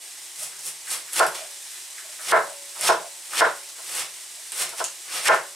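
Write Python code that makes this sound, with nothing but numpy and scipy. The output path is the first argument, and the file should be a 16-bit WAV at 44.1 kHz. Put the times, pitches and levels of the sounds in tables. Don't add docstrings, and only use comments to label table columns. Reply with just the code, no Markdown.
import sys
import numpy as np
from scipy import signal
from scipy.io import wavfile
from scipy.ndimage import uniform_filter1d, minimum_filter1d

SR = 44100
rng = np.random.default_rng(int(sys.argv[2]) if len(sys.argv) > 2 else 0)


def to_wav(s):
    ch = np.atleast_2d(s).T
    pcm = np.round(np.clip(ch, -1, 1) * 32767)
    wavfile.write(sys.argv[1], SR, pcm.astype(np.int16))


N = 244754

# frequency in Hz, relative density in dB.
LEAF_SPECTRUM = [(35, -45), (95, -26), (130, -15.5), (160, -7), (230, -38), (2000, -15), (4000, -10),
                 (5400, -2), (6800, 0), (7800, 0), (9200, 6), (11000, -1), (13000, -7), (15500, -13.5)]
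CORE_SPECTRUM = [(30, -28), (90, -17.5), (160, -13.5), (240, -20.5), (350, 0.5), (650, 2), (1200, 5),
                 (1900, 6.5), (3000, 5.5), (4600, 3.5), (6500, 0), (12000, -33.5)]


def amp(db):
    return 10 ** (np.asarray(db) / 20)


def unit_rms(x):
    return x / np.sqrt(np.mean(x ** 2) + 1e-20)


def value_at(curve, hz):
    curve_hz, values = np.transpose(curve)
    return np.interp(np.log(hz + 1), np.log(curve_hz + 1), values)


def add(mix, start_s, sound):
    part = mix[:, round(start_s * SR):][:, :sound.shape[1]]
    part += sound[:, :part.shape[1]]


def convolve(x, response):
    return signal.fftconvolve(np.atleast_2d(x), np.atleast_2d(response), axes=1)[:, :x.shape[-1]]


def colour(x, spectrum, size=4096):
    log_gain = np.log(amp(value_at(spectrum, abs(np.fft.fftfreq(size, 1 / SR)))))
    transfer = np.exp(np.conj(signal.hilbert(log_gain)))
    return convolve(x, np.fft.ifft(transfer).real)


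def diffuse(pair):
    # frequency in Hz, side relative to mid in dB.
    width = [(100, -21), (330, -20), (650, -9), (1400, -8.5), (4000, -7), (8000, -8.5), (10500, -11.5),
             (13000, -41)]
    side = colour(pair[1], width)[0]
    return np.array([pair[0] + side, pair[0] - side])


def kitchen(wet_db, onset_s=.002):
    # frequency in Hz, time to fall 60 dB in seconds.
    room_t60 = [(100, 0.41), (400, 0.38), (1200, 0.34), (3000, 0.31), (8000, 0.24), (15000, 0.18)]
    size = SR // 2
    hz, t, noise_bands = signal.stft(rng.choice([-1., 1.], (2, size)), SR, nperseg=256)
    decay = amp(-60 * t / value_at(room_t60, hz)[:, None])
    tail = signal.istft(noise_bands * decay, SR)[1][:, :size]
    tail = diffuse(tail) * np.clip(np.arange(size) / SR / onset_s, 0, 1)
    response = amp(wet_db) * tail / np.linalg.norm(tail[0])
    response[:, 0] += 1
    return response / np.linalg.norm(response[0])


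def room_click(spectrum, wet_db):
    response = colour(kitchen(wet_db), spectrum)
    return response / np.linalg.norm(response[0])


def clicks(per_s, spread_db):
    sizes = amp(spread_db * np.minimum(rng.exponential(1, N), 4))
    return unit_rms(sizes * rng.choice([-1, 1], N) * (rng.random(N) < per_s / SR))


def bursts(force, spectrum, wet_db, per_s, spread_db, spots=3):
    arrivals = [convolve(force * clicks(per_s / spots, spread_db), room_click(spectrum, wet_db))
                for _ in range(spots)]
    return sum(arrivals) / np.sqrt(spots)


def flicker(depth_db, per_s):
    t = np.arange(N) / SR
    return amp(depth_db * np.interp(t * per_s, np.arange(N), rng.standard_normal(N)))


def pans(sizzle_db=-39.5, burners_db=-58.5):
    # frequency in Hz, relative density in dB.
    sizzle_spectrum = [(300, -55), (700, -32), (1000, -21), (1300, -13), (1850, -7), (2500, -7),
                       (3200, -6.5), (4000, -5.5), (5500, -4), (6600, -3.5), (7700, -0.5), (8700, 0),
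                       (10500, -5.5), (13000, -12), (15800, -22.5)]
    burner_spectrum = [(20, -38), (50, -33), (90, -18.5), (160, -18), (250, -24.5), (360, -2), (480, -11.5),
                       (620, -5), (850, -2.5), (1100, -3.5), (1600, -24.5), (4000, -52)]
    boil = flicker(depth_db=-0.73, per_s=7)
    bubbles = bursts(boil, sizzle_spectrum, wet_db=4, per_s=5000, spread_db=4.5)
    flames = colour(diffuse(rng.standard_normal((2, N))), burner_spectrum)
    return amp(sizzle_db) * unit_rms(bubbles) + amp(burners_db) * unit_rms(flames)


def edge_force(swing_db=23.5, rounding=1.22, core_lag_s=0.0041, core_steepness=1.436):
    # deepest moment,
    # push time and release time in seconds, leaf level and core level in dB.
    slices = [ (0.42, 0.086, 0.11, -31.5, -42.5), (0.672, 0.098, .06, -30, -44),
              (0.918, 0.072, 0.087, -25.5, -33.5), (1.348, .02, 0.12, -36.5, -36.5),
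              (3.994, 0.21, 0.06, -27, -31), (4.614, .1, 0.053, -23.5, -27.5),
              (5.16, 0.11, 0.08, -29, -29.5), ]
    # moment of breaking through
    # and push time in seconds, leaf level and core level in dB.
    chops = [ (1.197, 0.078, -16, -16), (2.318, 0.14, -25, -23), (2.886, 0.14, -20.5, -18),
             (3.405, 0.13, -22, -18), (4.802, 0.074, -28.5, -28.5), (5.286, 0.072, -21, -15.5), ]
    t = np.arange(N) / SR
    on_leaves, on_core = np.zeros((2, N))
    for deepest, push, release, leaf_db, core_db in slices:
        for force, db, lag_s in (on_leaves, leaf_db, 0), (on_core, core_db, core_lag_s):
            since_deepest = t - lag_s - deepest
            away = np.maximum(-since_deepest / push, since_deepest / release)
            force += amp(db - swing_db * abs(away) ** rounding)
    for through, push, leaf_db, core_db in chops:
        growth_db = np.where(t < through, swing_db * (t - through) / push, -np.inf)
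        on_leaves += amp(leaf_db + growth_db)
        on_core += amp(core_db + core_steepness * growth_db)
    return on_leaves, on_core


def blade(x):
    # frequency in Hz, bandwidth in Hz, gain in dB.
    blade_modes = [(5420, 160, -1), (7860, 860, -2.5), (8700, 260, -21), (11260, 550, -8.5)]
    return x + sum(amp(db) * signal.lfilter(*signal.iirpeak(hz, hz / width_hz, SR), x)
                   for hz, width_hz, db in blade_modes)


def cutting(crackle_db=-1, crunch_db=2.0):
    on_leaves, on_core = edge_force()
    clumps = unit_rms(flicker(depth_db=2.0, per_s=200))
    crackle = bursts(on_leaves * clumps, LEAF_SPECTRUM, wet_db=0, per_s=3000, spread_db=2.5, spots=2)
    crunch = bursts(on_core * clumps, CORE_SPECTRUM, wet_db=3.0, per_s=3000, spread_db=3.0, spots=2)
    return blade(amp(crackle_db) * crackle + amp(crunch_db) * crunch)


def drags(hum_hz=645, width_hz=100, taper=0.61):
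    # start in seconds, length in seconds, level in dB.
    strokes = [(0.386, 0.083, -52.5), (1.33, .18, -47.5), (2.025, .11, -57.5), (2.181, 0.058, -54.5),
               (2.457, .095, -45.5), (2.773, .09, -45), (3.001, 0.095, -44.5), (4.361, 0.051, -58)]
    out = np.zeros((2, N))
    resonance = signal.butter(2, [hum_hz - width_hz / 2, hum_hz + width_hz / 2], "band", fs=SR)
    for start_s, length_s, db in strokes:
        size = round(length_s * SR)
        friction = diffuse(rng.standard_normal((2, 2 * size)))
        hum = signal.lfilter(*resonance, friction)[:, size:]
        add(out, start_s, amp(db) * unit_rms(hum * signal.windows.tukey(size, taper)))
    return out


def taps_and_core_crack(band_ratio=1.265):
    # start in seconds, level in dB, pitch in Hz.
    impulses = [(0.528, -40, 1510), (0.872, -30.5, 1930), (1.076, -38, 1720), (1.733, -39, 1800),
                (1.978, -31.5, 1720), (1.986, -43, 1680), (2.19, -34.5, 1600), (2.763, -35.5, 1010),
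                (3.331, -25, 1300), (5.082, -36, 1980), (5.256, -15.5, 1900)]
    out = np.zeros((2, N))
    for start_s, db, hz in impulses:
        resonance = signal.butter(2, [hz / band_ratio, hz * band_ratio], "band", fs=SR)
        sound = signal.lfilter(*resonance, kitchen(wet_db=14))
        add(out, start_s, amp(db) * sound / abs(sound).max())
    return out


def snaps(crunch_db=-8, cutoff_hz=14000, tear_db=-12, tear_s=0.00057):
    # start in seconds, level in dB.
    ribs = [(0.592, -23), (0.643, -38), (0.905, -13), (0.927, -22), (1.1329, -9.5), (1.266, -13),
            (1.363, -33), (2.124, -23), (2.656, -25), (2.811, -9), (2.8665, -27), (3.196, -25),
            (3.377, -25), (3.69, -25), (4.5201, -14), (4.563, -20), (4.597, -23), (4.6, -19),
            (4.6928, -16.5), (4.782, -18.5), (4.798, -26), (4.842, -7.5), (5.2565, -14), (5.347, -16)]
    out = np.zeros((2, N))
    t = np.arange(SR // 100) / SR
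    low_pass = signal.butter(2, cutoff_hz, fs=SR)
    for start_s, db in ribs:
        crack = (t == 0) + amp(tear_db) * rng.standard_normal(len(t)) * np.exp(-t / tear_s)
        response = room_click(LEAF_SPECTRUM, wet_db=2.0)
        response += amp(crunch_db) * room_click(CORE_SPECTRUM, wet_db=15.0)
        snap = blade(signal.lfilter(*low_pass, convolve(response, crack)))
        add(out, start_s, amp(db) * snap / abs(snap).max())
    return out


def board_response(metal_db, board_t60_s=0.22, wash_db=-5, direct_db=-12, spot_db=2.4, rise_s=0.0013):
    # frequency in Hz, relative level in dB.
    board_modes = [(329, -20), (376, -16), (432, -12), (456, -11), (496, -13), (543, -14), (602, -9),
                   (637, -4), (655, 0), (681, -4), (746, -9), (833, -8), (858, -9), (926, -7), (969, -13),
                   (1011, -5), (1033, -6), (1060, -2), (1089, -14), (1302, -6), (1331, -6), (1377, -4),
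                   (1422, -4), (1461, -8), (1506, -12), (1567, -2), (1699, -11), (1781, -6), (2081, -11),
                   (2196, -11)]
    # frequency in Hz, relative level in dB, 60 dB decay in seconds.
    metal_modes = [(566, -20.5, 0.97), (884, -28, 0.95), (1112, -29.5, 0.54)]
    # frequency in Hz, relative density in dB.
    wash_spectrum = [(30, -34), (100, -31.5), (160, -15), (260, -22), (360, -3.5), (650, 0.5), (1050, 6),
                     (1200, 1), (1450, 7), (1850, 2), (2300, -6.5), (3000, -9), (5000, -27), (10000, -37)]
    t = np.arange(SR // 2) / SR
    modes = [(hz, db, board_t60_s) for hz, db in board_modes]
    modes += [(hz, db + metal_db, t60) for hz, db, t60 in metal_modes]
    ring = np.zeros((2, len(t)))
    for k, (hz, db, t60) in enumerate(modes):
        lead_radians = 0.4 * min(hz / 600, 1) ** 2 * rng.choice([-1, 1])
        phase = np.pi * k + np.array([[lead_radians], [-lead_radians]])
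        weight = amp(db + spot_db * rng.standard_normal())
        ring += weight * np.exp(-np.log(1000) * t / t60) * np.sin(2 * np.pi * hz * t + phase)
    ring *= (1 - np.exp(-t / rise_s)) ** 2
    direct = colour(1. * (t == 0), wash_spectrum)
    response = ring / np.linalg.norm(ring[0]) + amp(wash_db) * room_click(wash_spectrum, wet_db=12)
    response += amp(direct_db) * direct / np.linalg.norm(direct)
    return response / np.sqrt(np.sum(response ** 2) / (2 * 0.02 * SR))


def knocks(contact_q=0.95):
    # start in seconds, level in dB, contact cut-off (hardness) in Hz,
    # added damping in dB per second, metalware gain in dB.
    blows = [ (1.2005, -7.5, 1460, 6, -2.5), (2.3228, -4.5, 1850, 10, -1.5), (2.8908, -8.5, 1100, 9, -9),
             (3.409, -5, 1980, 24, -4.5), (3.784, -43.5, 1210, 48, 4), (4.727, -36.5, 1200, 122, -3),
             (4.8036, -20.5, 1060, 98, 6), (5.2889, -3.5, 2520, 20, -8), ]
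    out = np.zeros((2, N))
    for start_s, db, contact_hz, damping_db_per_s, metal_db in blows:
        omega = 2 * np.pi * contact_hz
        contact = signal.bilinear([omega ** 2], [1, omega / contact_q, omega ** 2], SR)
        knock = signal.lfilter(*contact, board_response(metal_db))
        t = np.arange(knock.shape[1]) / SR
        add(out, start_s, amp(db - damping_db_per_s * t) * knock)
    return out


def scene(left_minus_right_db=-0.5):
    knife = cutting() + snaps() + knocks() + drags() + taps_and_core_crack()
    balance = amp([[left_minus_right_db / 2], [-left_minus_right_db / 2]])
    return (knife + pans()) * balance


def record(dry, ceiling_db=-5.0, release_db_per_s=330, ahead_samples=110, cutoff_hz=15850):
    over_db = np.maximum(20 * np.log10(abs(dry).max(0) + 1e-9) - ceiling_db, 0)
    ahead_db = -minimum_filter1d(-over_db, 2 * ahead_samples)
    release_db = np.arange(N) * release_db_per_s / SR
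    held_db = np.maximum.accumulate(ahead_db + release_db) - release_db
    duck_db = uniform_filter1d(held_db, ahead_samples // 2)
    low_pass = signal.firwin(511, cutoff_hz, window=("kaiser", 9), fs=SR)
    return signal.oaconvolve(dry * amp(-duck_db), low_pass[None], "same")


dry = scene()
out = record(dry)
to_wav(out)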